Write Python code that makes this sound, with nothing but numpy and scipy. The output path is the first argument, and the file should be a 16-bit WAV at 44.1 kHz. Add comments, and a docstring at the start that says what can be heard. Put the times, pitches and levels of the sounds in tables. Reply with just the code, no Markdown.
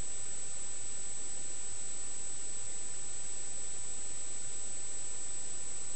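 """A thin whistle beats around 8 kHz: an idle sound converter makes it with nothing playing into its input.
A swinging wave multiplies a fixed carrier; picture-frame crosstalk and random drift bend its speed,
and short stalls slow it. Squaring the same swing puts a faint burble in the bass.
Behind them lie steady circuit hiss, made of filtered noise, and a very faint sine tone."""
import sys
import numpy as np
from scipy import signal
from scipy.fft import rfft, irfft
from scipy.io import wavfile

SR = 44100
rng = np.random.default_rng(int(sys.argv[2]) if len(sys.argv) > 2 else 0)


def inscribe(sig):
    """Save sig as 16-bit PCM at rate SR to the path in sys.argv[1].

    A 1-D sig is mono; a 2-D sig holds one channel per row.
    Samples are clipped to [-1, 1] before scaling.
    """
    pcm = np.round(np.clip(np.atleast_2d(sig).T, -1, 1) * 32767)
    wavfile.write(sys.argv[1], SR, pcm.astype(np.int16))


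N = 262395
TIME = np.arange(N) / SR  # seconds

# Crosstalk slows the beat three times in each picture frame; depth varies around the value given.
# Columns: place_frames (0-1), width_frames (0-1), depth_hz
FRAME_DIPS = [(.145, 0.02, 214.4), (.625, .062, 245), (0.814, 0.03, 160)]
# Long stalls of the beat, each with a soft bump in the bass; the bump is relative to the plain burble.
# Columns: centre_s, length_s, bump_db
LONG_STALLS = [(.237, .042, 5), (.836, .03, 9.5), (1.74, .044, 9), (2.64, .03, 10), (3.807, .045, 9.5),
               (4.481, .034, 9.5)]
# Tone colour of the burble, before its overall level is set. Columns: pitch_hz, relative_db
BURBLE_COLOUR = [(15, -18.5), (50, -8), (150, -6.0), (300, -2.5), (450, -2), (700, 0.0), (1500, -7.0)]
# Tone colour of the circuit hiss, before its overall level is set. Columns: pitch_hz, relative_db
HISS_COLOUR = [(20, 7.5), (60, 4.5), (150, 4), (300, 3.5), (600, 1.5), (1200, -0.5), (2600, -0.5),
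               (4000, -1.1), (5500, -0.5), (6800, 0.5), (7600, 2), (8300, 4)]
# Steep upper end of the hiss. Columns: pitch_hz, relative_db
HISS_TOP = [(9500, -23.5), (12000, -60.5)]
# Uneven slope of the converter's low-pass filter. Columns: pitch_hz, gain_db
ROLL_OFF = [(7000, 0.5), (7500, 4.5), (7800, -2), (8000, -3), (8200, -8), (8400, -8.5), (8600, -10.5),
            (8750, -29)]

CARRIER_HZ, BEAT_HZ, FRAME_HZ = 8000, 213.3, 29.97
# A loose train of short stalls
FIRST_STALL_S, STALL_EVERY_S, STALL_SCATTER_S = .24, .3, .015
STALL_LENGTH_S, STALL_BEAT_HZ, LONG_STALL_BEAT_HZ = .028, 51.98, 44.01
TONE_HZ, TONE_DB = 1240, -83.5  # level before the converter's filter
TOP_HZ, OUTPUT_OFFSET = 8760, .0318  # offset as a share of full scale


def whistle(swing, db=-39.0):
    """The swing multiplies a fixed carrier, giving mirrored whistles just under and over it."""
    carrier = np.cos(2 * np.pi * CARRIER_HZ * TIME)
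    return level(swing * carrier, db)


def beat(pauses, squareness=.75, fuzz_rad=0.12, flutter=0.058):
    """A slightly flat-topped swing at the beat rate, with ragged timing and fluttering strength."""
    phase = 2 * np.pi * np.cumsum(beat_rate(pauses)) / SR
    phase = phase + fuzz_rad * wander(1300)
    swing = level(np.tanh(squareness * np.cos(phase)), 0)
    return swing * (1 + flutter * wander(790))


def beat_rate(pauses, drift_hz=17, jitter_hz=40, dip_scatter=0.2801, stall_jitter_hz=50, rebound_hz=20):
    """The beat follows the tiny input voltage: crosstalk, drift and noise; it rebounds after a stall."""
    rate = BEAT_HZ + drift_hz * wander(24.93) + jitter_hz * wander(349.3)
    crosstalk = 1 + dip_scatter * wander(59.9)  # varies the depth of the dips
    for place, width, depth_hz in FRAME_DIPS:
        # distance from the nearest dip, in frames
        away = (TIME * FRAME_HZ - place + .5) % 1 - .5
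        dip = np.exp(-.5 * (away / width) ** 2)
        rate = rate - depth_hz * crosstalk * dip
    unrest = stall_jitter_hz * wander(200.4)
    for centre, length, slow_hz, _ in pauses:
        rate = rate + rebound_hz * bump(centre + 2 * length, 2 * length)
        # inside the stall, fade over to the slow, restless rate
        rate = rate + bump(centre, length) * (slow_hz + unrest - rate)
    return rate


def stalls(bump_db=4):
    """Rows of centre_s, length_s, beat_hz, bump_db; a long stall replaces a short one due nearby."""
    rows = [(centre, length, LONG_STALL_BEAT_HZ, db) for centre, length, db in LONG_STALLS]
    for k, late in enumerate(rng.standard_normal(size=20)):
        due = FIRST_STALL_S + k * STALL_EVERY_S
        if all(abs(due - centre) > STALL_EVERY_S / 2 for centre, _, _ in LONG_STALLS):
            rows.append((due + STALL_SCATTER_S * late, STALL_LENGTH_S, STALL_BEAT_HZ, bump_db))
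    return rows


def bump(centre, length):
    """Flat-topped window, 1 at its centre."""
    return np.exp(-np.square((2 * (TIME - centre) / length) ** 2))


def burble(swing, pauses, db=-61):
    """Squaring folds the whistle pair down to twice the beat rate; in a stall it swells to a bump."""
    folded = swing ** 2 - np.mean(swing ** 2)
    folded = colour(folded, BURBLE_COLOUR)
    stalled = sum(undb(bump_db) * bump(centre, length) for centre, length, _, bump_db in pauses)
    bass_bumps = lowpass(folded * stalled, 110)
    return level(folded + bass_bumps, db)


def hiss(db=-52.5):
    """Steady amplifier noise, filtered so that it rises towards the bass and again near 8 kHz."""
    noise = rng.standard_normal(N)
    return level(colour(noise, HISS_COLOUR + HISS_TOP), db)


def faint_tone():
    """Interference heard as one steady sine wave."""
    return level(np.sin(2 * np.pi * TONE_HZ * TIME), TONE_DB)


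def undb(db):
    """Decibels to gain."""
    return 10 ** (np.asarray(db) / 20)


def level(x, db):
    """Scale to an rms (average power) level."""
    return x * undb(db) / np.sqrt(np.mean(x ** 2))


def colour(x, points):
    """Filter by pitch_hz, gain_db points joined on a log-frequency axis."""
    hz, db = np.transpose(points)
    bins = np.maximum(np.arange(N // 2 + 1) * SR / N, 1)  # Hz, kept above zero for the log
    gain = undb(np.interp(np.log(bins), np.log(hz), db))
    return irfft(rfft(x) * gain, N)


def lowpass(x, hz, order=2):
    """Smooth low-pass: keeps what lies below hz."""
    return signal.sosfilt(signal.butter(order, min(hz, SR / 2 - 1), fs=SR, output="sos"), x)


def wander(hz):
    """Random motion up to about a given rate, with an rms size of 1."""
    return level(lowpass(rng.standard_normal(N), hz), 0)


def scene():
    """Whistle, burble, hiss and a faint tone on one line."""
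    pauses = stalls()
    swing = beat(pauses)  # shared by whistle and burble
    return (whistle(swing) + burble(swing, pauses) + hiss() + faint_tone())[None]


def record(dry):
    """The converter's filter weakens the upper whistle and cuts the top; its output rests off zero."""
    sloped = colour(dry[0], ROLL_OFF)
    # 0.1 dB ripple below the cut, 80 dB down above it
    steep_cut = signal.ellip(10, .1, 80, TOP_HZ, fs=SR, output="sos")
    return signal.sosfilt(steep_cut, sloped)[None] + OUTPUT_OFFSET


dry = scene()
out = record(dry)
inscribe(out)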